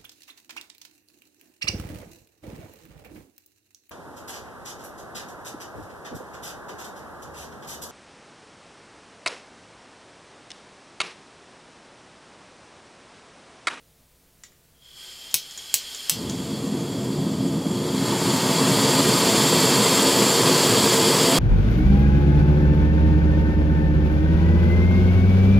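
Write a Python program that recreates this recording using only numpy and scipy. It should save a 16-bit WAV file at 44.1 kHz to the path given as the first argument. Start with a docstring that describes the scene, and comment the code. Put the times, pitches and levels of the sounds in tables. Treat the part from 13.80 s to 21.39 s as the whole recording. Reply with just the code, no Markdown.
"""Lighting a camping stove

A hand-held camping stove is lit in a small workshop, close to a mono microphone.
Gas hisses through the resonant burner tube; the piezo igniter snaps three times and the third spark lights it.
The flame, fluttering bands of noise, rumbles low; the valve opens wide and jet and flame swell to a roar.
Struck metal rings in dying modes, and quiet air and a faint hum lie behind."""
import sys
import numpy as np
from scipy import signal
from scipy.fft import rfft, irfft
from scipy.io import wavfile
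from scipy.ndimage import uniform_filter1d, minimum_filter1d

SR = 44100
rng = np.random.default_rng(int(sys.argv[2]) if len(sys.argv) > 2 else 0)


def output_pcm(signal):
    """Save a mono or channel-first signal as 16-bit PCM at the path in sys.argv[1].

    Samples are clipped to [-1, 1] before scaling.
    """
    pcm = np.clip(np.atleast_2d(signal).T, -1, 1) * 32767
    wavfile.write(sys.argv[1], SR, np.round(pcm).astype(np.int16))


N = 334542
TIME = np.arange(N) / SR
LIT_S = 2.30
FULL_FLOW_DB = -24  # reference hiss level for a wide-open valve

# turns of the gas valve: start_s, length_s, level_db (hiss reached, before the tube warms)
VALVE_TURNS = [(0.933, 0.16, -76), (1.0, .16, -58), (1.146, .1, -49), (1.74, 0.99, -41.5),
               (3.84, 0.42, -36.5), (4.104, 2, -22.5)]
HOT_HISS_DB = -2.5  # the warm burner tube softens the hiss


def flow():
    """Throttling: each valve turn moves the jet's strength (dB) to a new level, quickly and then easing off."""
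    level = np.full(N, 1e-5)
    for start, length, db in VALVE_TURNS:
        left = 1 - np.clip((TIME - start) / length, 0, 1)
        level = level + (gain_of(db) - level) * (1 - left ** 2)
    return 20 * np.log10(level) + HOT_HISS_DB * warmth()


# broadband spectrum of the gas jet: frequency_hz, density_db (relative, per Hz)
JET_SPECTRUM = [(60, -28), (300, -1.5), (900, -4), (1600, -1), (2500, -0.5), (4000, 0), (5900, -2.5),
                (8500, -2), (10700, -6), (12000, -13.5), (12700, -17.5), (14700, -14.5), (15250, -16),
                (15800, -23)]
# burner tube resonances: cold_hz, hot_hz, width_hz, cold_lift_db, hot_lift_db
TUBE_RESONANCES = [(4330, 4503, 540, 7.5, 6.5), (5100, 4930, 740, 9.5, 4.5), (6840, 6930, 660, 6, 5.5),
                   (7460, 7506, 465, 6.5, 9), (9000, 9680, 490, 4.5, 4), (11490, 11560, 660, 10, 7),
                   (13900, 13650, 810, 13, 11)]
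# echoes of the hiss from hand, bench and gas bottles: delay_s, tilt_shift_s, level_db
HISS_ECHOES = [(.0011, .00005, -35), (.0026, -.00014, -16), (.0047, 0.0043, -13), (.0079, -.0002, -5.5),
               (0.0133, .0003, -24), (0.02, .0002, -20)]
# shares by which the tube's resonances shift as the stove moves
TILT_DETUNE, SWAY_DETUNE = 0.007, 0.0049


def jet(flow_db):
    """Turbulent jet noise excites the burner tube, whose resonances shift and change strength as it heats."""
    hz, when, z = signal.stft(noise(JET_SPECTRUM), SR, nperseg=1024, noverlap=768)
    hz, heat = hz[:, None], np.interp(when, TIME, warmth())
    tilt = tilt_at(when)
    sway = np.interp(when, TIME, waver(rate_hz=1.56))  # the hand is never quite still

    for cold, hot, width, cold_db, hot_db in TUBE_RESONANCES:
        centre = (cold + (hot - cold) * heat) * (1 + TILT_DETUNE * tilt + SWAY_DETUNE * sway)
        lift_db = cold_db + (hot_db - cold_db) * heat
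        z = z * gain_of(lift_db * bump(hz, centre, width))

    # each echo combs the hiss, and the combs slide as the stove moves
    moved = tilt + .25 * sway
    comb = 1
    for delay, shift, db in HISS_ECHOES:
        comb = comb + gain_of(db) * np.exp(-2j * np.pi * hz * (delay + shift * moved))
    z = z * comb

    hiss = workshop(from_spectrogram(z), wet_db=-10.5)
    hiss /= band_rms(hiss, (5500, 15000))
    mixed = hiss * gain_of(flow_db) + whistle(z, hz, when, heat, flow_db)
    return mixed * (TIME > VALVE_TURNS[0][0]) * gain_of(0.34 * waver(rate_hz=24))


# breathy whistle of the tube: cold_hz, hot_hz, width_hz (before flow broadens it)
TUBE_WHISTLE = (3238, 3305, 185)
WHISTLE_DB, WHISTLE_PER_FLOW = -17, 0.59  # offset, and dB gained per dB of hiss
WHISTLE_HOT_DB, WHISTLE_BLUR = -5.5, 0.81


def whistle(z, hz, when, heat, flow_db):
    """Resonance filtering: a narrow peak selects a breathy tone from the jet noise, and strong flow widens it."""
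    cold, hot, width = TUBE_WHISTLE
    relative_flow = np.interp(when, TIME, gain_of(flow_db - FULL_FLOW_DB))
    width = width * (1 + WHISTLE_BLUR * relative_flow ** 2)
    tuned = 1 / (1 + (2 * (hz - cold - (hot - cold) * heat) / width) ** 2)
    tone = evened(from_spectrogram(z * tuned))
    # the whistle grows more slowly than the hiss, and the flame damps it
    level_db = WHISTLE_DB + WHISTLE_PER_FLOW * flow_db + WHISTLE_HOT_DB * warmth()
    return tone * gain_of(level_db)


# the stove is raised, then lowered and tilted toward the microphone:
# time_s, tilt (share: 0 upright, 1 toward it, below 0 away)
STOVE_TILT = [(2.8, -0.19), (4.2, -0.52), (5.0, -0.026), (5.6, 0.16), (6.3, 0.62), (7.57, 0.83)]


def tilt_at(seconds):
    """Source orientation: the stove's tilt, interpolated between its stated positions."""
    return np.interp(seconds, *np.transpose(STOVE_TILT))


WARM_S = .17  # time constant


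def warmth():
    """Exponential heating: the burner tube goes from 0 cold to 1 hot."""
    return 1 - np.exp(-since_lit() / WARM_S)


def since_lit():
    """Combustion time: seconds for which the flame has burned."""
    return np.maximum(TIME - LIT_S, 0)


# the flame flares as the stove is swung: centre_s, length_s (at half height), lift_db (of the rumble)
SWING_FLARES = [(4.896, 0.17, 2.0), (5.31, 0.075, 1.5), (6.987, 0.064, 4)]
CATCH_S, SETTLE_S = 0.061, 1  # time constants: catching, and settling as it spreads round the head
FLUTTER_DB, FLUTTER_HZ, DRAUGHT_DB, DRAUGHT_HZ = 0.94, 65, -0.11, 4.9


def flame(flow_db):
    """Combustion noise: unsteady burning modulates a low rumble and a roar, both weak just after lighting."""
    weak = np.exp(-since_lit() / SETTLE_S)
    unrest_db = FLUTTER_DB * waver(FLUTTER_HZ) + DRAUGHT_DB * waver(DRAUGHT_HZ)
    flare_db = sum(db * bump(TIME, s, length) for s, length, db in SWING_FLARES)
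    burning = rumble(weak, unrest_db + flare_db)
    burning += roar(flow_db, weak, unrest_db + 0.31 * flare_db)
    return (burning + whump()) * (1 - np.exp(-since_lit() / CATCH_S))


# spectrum of the flame's rumble: frequency_hz, density_db (relative, per Hz)
RUMBLE_SPECTRUM = [(20, -48), (45, -33), (70, -21), (95, -12.5), (120, -0.5), (170, 1), (260, 0.5),
                   (340, -4), (480, -11.5), (700, -19), (1300, -30.5), (3000, -79)]
RUMBLE_DB, RUMBLE_WEAK_DB, RUMBLE_TILT_DB = -23.5, -9, -1.6


def rumble(weak, unrest_db):
    """Low-frequency combustion noise: its level follows the flame's unrest and falls slightly with tilt."""
    sound = noise(RUMBLE_SPECTRUM)
    sound /= band_rms(sound, (90, 350))
    return sound * gain_of(RUMBLE_DB + RUMBLE_WEAK_DB * weak + RUMBLE_TILT_DB * tilt_at(TIME) + unrest_db)


# spectrum of the flame's roar: frequency_hz, density_db (relative, per Hz)
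ROAR_SPECTRUM = [(100, -37), (250, 3), (400, 7), (560, 2), (780, -2.5), (950, 2.5), (1200, -2), (1450, -9),
                 (2200, -11.5), (5000, -50)]
ROAR_DB, ROAR_WEAK_DB, ROAR_PER_FLOW = -28, -3, 0.49  # the last is dB per dB of hiss
# below a certain flow the flame is calm and its roar much quieter
TURBULENT_FLOW_DB, TURBULENT_SPREAD_DB, CALM_DB = -39, 2.4, -8.5
# the part of the roar that grows as the flame faces the microphone
FORWARD_SHARE, FORWARD_HZ, FORWARD_WIDTH_HZ = 0.52, 470, 260


def roar(flow_db, weak, unrest_db):
    """Transition to turbulence: the roar strengthens with flow, and more steeply where the calm flame ends."""
    sound = noise(ROAR_SPECTRUM)
    sound /= band_rms(sound, (700, 1300))
    hz = np.fft.rfftfreq(N, 1 / SR)
    low_middle = irfft(rfft(sound) * bump(hz, FORWARD_HZ, FORWARD_WIDTH_HZ), N)
    sound += FORWARD_SHARE * tilt_at(TIME) * low_middle
    calm = 1 / (1 + np.exp((flow_db - TURBULENT_FLOW_DB) / TURBULENT_SPREAD_DB))
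    level_db = ROAR_DB + ROAR_WEAK_DB * weak + ROAR_PER_FLOW * (flow_db - FULL_FLOW_DB)
    return sound * gain_of(level_db + CALM_DB * calm + unrest_db)


WHUMP_DB, WHUMP_HZ, WHUMP_LAG_S, WHUMP_S = -41.5, 95, 0.24, .6


def whump():
    """Rapid combustion: gas gathered around the head burns off in a soft, deep swell of narrow-band noise."""
    hz = np.fft.rfftfreq(N, 1 / SR)
    sound = evened(irfft(rfft(rng.standard_normal(N)) * bump(hz, WHUMP_HZ, width=42), N))
    return sound * gain_of(WHUMP_DB) * bump(TIME, LIT_S + WHUMP_LAG_S, WHUMP_S)


# igniter snaps: start_s, level_db (relative), thump_db (in the hand)
IGNITER_SNAPS = [(1.5422, 0, -48), (1.9412, -1, -57), (2.2965, -1, -58)]
# spectrum of the crack: frequency_hz, density_db (relative)
CRACK_SPECTRUM = [(100, -31), (700, -23), (1700, -9.5), (2600, 2), (3300, 0), (5400, 5.5), (6200, 6.5),
                  (7800, 5.5), (9300, 2), (11500, 6.5), (13300, 0.5), (14400, 2), (15300, 6), (16000, -18)]
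# modes of igniter and burner head, struck: pitch_hz, level_db (relative), t60_s
HEAD_MODES = [(3120, -23, 0.036), (5300, -28, 0.011), (7900, 5.5, 0.004), (8800, -20, 0.0063),
              (15000, -29, 0.011)]


def igniter():
    """Impact excitation: a sprung hammer hits the crystal; it cracks, the head rings and the hand feels a thump."""
    out, t = np.zeros(N), np.arange(3000) / SR
    thump = np.sin(2 * np.pi * 140 * t) * bump(t, .014, .022)
    chatter = np.exp(-t / 0.0021) + .08 * np.exp(-t / 0.0041)
    for s, db, thump_db in IGNITER_SNAPS:
        crack = signal.fftconvolve(burst(chatter), causal(CRACK_SPECTRUM))
        add(out, s, gain_of(db + 8.5) * crack)
        add(out, s, gain_of(db - 7) * ring(HEAD_MODES, detune=0.011))
        add(out, s, gain_of(thump_db) * thump)
    return out


# ticks of the valve handle and pot supports: start_s, level_db (relative), knock_db (relative)
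HANDLE_TICKS = [(.6362, -34, -31), (.719, -55, -46), (1.512, -34, -60), (1.7102, -34, -60),
                (1.776, -27, -42), (2.1472, -27, -50), (2.4969, -24, -50)]
# modes of those fittings: pitch_hz, level_db (relative), t60_s
FITTING_MODES = [(1840, -12, 0.017), (2230, -18, 0.015), (4120, -24, .015), (5580, -9, 0.022),
                 (6600, 1, 0.015), (7070, 0, 0.054), (7100, -20, .025), (8000, -7, 0.018)]
# spectrum of the scrape: frequency_hz, density_db (relative)
SCRAPE_SPECTRUM = [(100, -20), (900, -14), (1500, -9), (2000, -16), (2700, -8), (3600, 1), (4800, -4),
                   (5600, 3), (7100, 1), (7700, -7), (9000, -5), (10000, -19), (15500, -14)]
# spectrum of the knock of the stove's body: frequency_hz, density_db (relative)
KNOCK_SPECTRUM = [(100, -22), (700, -15), (1100, -8), (1500, -4), (2000, 6), (2700, -10), (5000, -26)]


def ticks():
    """Friction and modal ringing: wire handle and folding supports tick with a scrape and knock the stove's body."""
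    out, t = np.zeros(N), np.arange(3000) / SR
    scrape = np.exp(-t / .004)
    for s, db, knock_db in HANDLE_TICKS:
        add(out, s, gain_of(db - 6.0) * ring(FITTING_MODES, detune=0.02))
        tick = signal.fftconvolve(burst(scrape), causal(SCRAPE_SPECTRUM))
        add(out, s, gain_of(db + 18.5) * tick)
        knock = signal.fftconvolve(burst(scrape), causal(KNOCK_SPECTRUM))
        add(out, s, gain_of(knock_db + 18) * knock)
    return out


def ring(modes, detune, size=6000):
    """Modal superposition: struck metal as exponentially dying sines, slightly detuned at each blow."""
    t = np.arange(size) / SR
    out = np.zeros(size)
    for hz, db, t60 in modes:
        pitch = hz * (1 + detune * rng.uniform(-1.2, 1))
        out += gain_of(db - 60 * t / t60) * np.sin(2 * np.pi * pitch * t)
    return out


# workshop reverberation: frequency_hz, t60_s
WORKSHOP_DECAY = [(200, 0.22), (1500, 0.1), (4000, 0.3), (8000, 0.13), (15000, 0.15)]


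def workshop(x, wet_db):
    """Diffuse reverberation: echoes from bench and shelves merge into a short tail, each band with its own decay."""
    t = np.arange(SR // 2) / SR
    fading = (1 - np.exp(-t / .002)) * np.exp(-t / .03)
    hz, when, z = signal.stft(burst(fading), SR, nperseg=256)
    # the common decay is undone, then each band gets its own
    z = z * np.exp(when / .03) * gain_of(-60 * when / read(WORKSHOP_DECAY, hz)[:, None])
    tail = signal.istft(z, SR, nperseg=256)[1]
    return x + gain_of(wet_db) * signal.fftconvolve(x, tail / np.linalg.norm(tail))[:N]


# spectrum of the workshop air: frequency_hz, density_db (relative, per Hz)
AIR_SPECTRUM = [(20, 4.5), (60, 1.5), (160, 4), (260, -4.5), (550, -5.5), (1000, -12.5), (2500, -13.5),
                (15800, -14.5)]


def room_tone():
    """Stationary background noise: quiet workshop air with a faint low hum of wavering level."""
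    hum = np.sin(2 * np.pi * 59.2 * TIME) * gain_of(-66.0 + waver(rate_hz=2))
    return gain_of(-59) * noise(AIR_SPECTRUM) + hum


# standing waves between bench, wall and microphone: pitch_hz, width_hz, lift_db
STANDING_WAVES = [(188, 10, 3), (190, 20, -3), (210.7, 16, 4), (229.5, 21, -5), (267, 30, 4),
                  (304, 26, -7.5), (369.3, 22, 6.5), (386, 27, -7.5), (456.8, 14, 6.5), (527, 23, -2.5),
                  (533, 9.9, 2.5), (641, 18, -11), (665, 22, 7), (703, 48, -2), (803, 23, -7.5),
                  (884, 43, 3), (1022, 34, 4), (1080, 77, -2.5), (1128, 25, 6), (1150, 24, -7.5),
                  (1224, 21, 5)]


def noise(colour):
    """Random-phase synthesis: coloured noise at rms 1, shaped by the standing waves around the bench."""
    hz = np.fft.rfftfreq(N, 1 / SR)
    db = read(colour, hz) + sum(lift * bump(hz, f, width) for f, width, lift in STANDING_WAVES)
    return evened(irfft(np.exp(2j * np.pi * rng.random(len(hz))) * gain_of(db), N))


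def burst(envelope):
    """Impulsive excitation: random noise under an envelope, its spectrum evened and its energy set to 1."""
    z = rfft(rng.standard_normal(len(envelope)) * envelope)
    power = uniform_filter1d(abs(z) ** 2, size=len(envelope) // 150)
    even = irfft(z / np.sqrt(abs(power) + 1e-12), len(envelope)) * (envelope > 1e-3)
    return even / np.linalg.norm(even)


def causal(colour, size=2048):
    """Minimum phase: the most compact causal click that has the given spectrum."""
    log_gain = np.log(gain_of(read(colour, abs(np.fft.fftfreq(size, 1 / SR)))))
    return np.fft.ifft(np.exp(np.conj(signal.hilbert(log_gain)))).real[:size // 2]


def waver(rate_hz):
    """Low-pass fluctuation: slow chance of rms 1, its gain halved at the given rate."""
    hz = np.fft.rfftfreq(N, 1 / SR)
    return evened(irfft(rfft(rng.standard_normal(N)) * bump(hz, 0, 2 * rate_hz), N))


def from_spectrogram(z):
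    """Overlap-add: the waveform of the jet's short-time spectrum."""
    return signal.istft(z, SR, nperseg=1024, noverlap=768)[1][:N]


def band_rms(x, band):
    """Band level: the rms of x between two frequencies in Hz."""
    hz = np.fft.rfftfreq(len(x), 1 / SR)
    return np.std(irfft(rfft(x) * (hz > band[0]) * (hz < band[1]), len(x)))


def bump(hz, centre_hz, width):
    """Gaussian bell: height 1, half as high at half the width from its centre; also used over time."""
    return 2 ** -(2 * (hz - centre_hz) / width) ** 2


def read(points, hz):
    """Logarithmic frequency scale: a table's value at hz, interpolated."""
    f, value = np.transpose(points)
    return np.interp(np.log(hz + 1), np.log(f + 1), value)


def gain_of(db):
    """Decibel law: a level as an amplitude gain."""
    return 10 ** (np.asarray(db) / 20)


def evened(x):
    """Normalization: the same sound at rms 1."""
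    return x / np.sqrt(np.mean(x ** 2) + 1e-20)


def add(mix, s, sound):
    """Linear superposition: adds a sound to the mix at s seconds."""
    part = mix[round(s * SR):][:len(sound)]
    part += sound[:len(part)]


def scene():
    """Superposition of sources: one gas flow drives jet and flame; igniter and ticks sound in the room."""
    flow_db = flow()
    mono = jet(flow_db) + flame(flow_db)
    mono += workshop(igniter(), wet_db=-4.0)
    mono += workshop(ticks(), wet_db=-2.5)
    mono += room_tone()
    return np.array([mono, mono])


EDGE_HZ = 15900


def record(dry):
    """Peak limiting and band limiting: a fast limiter holds peaks at full scale, then a low-pass cuts the top."""
    taps = signal.firwin(511, EDGE_HZ, window=("kaiser", 9), fs=SR)
    allowed = 1 / np.maximum(abs(dry).max(0), 1)
    gain = uniform_filter1d(minimum_filter1d(allowed, size=31), size=31)
    return signal.oaconvolve(dry * gain, taps[None], "same")


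dry = scene()
out = record(dry)
output_pcm(out)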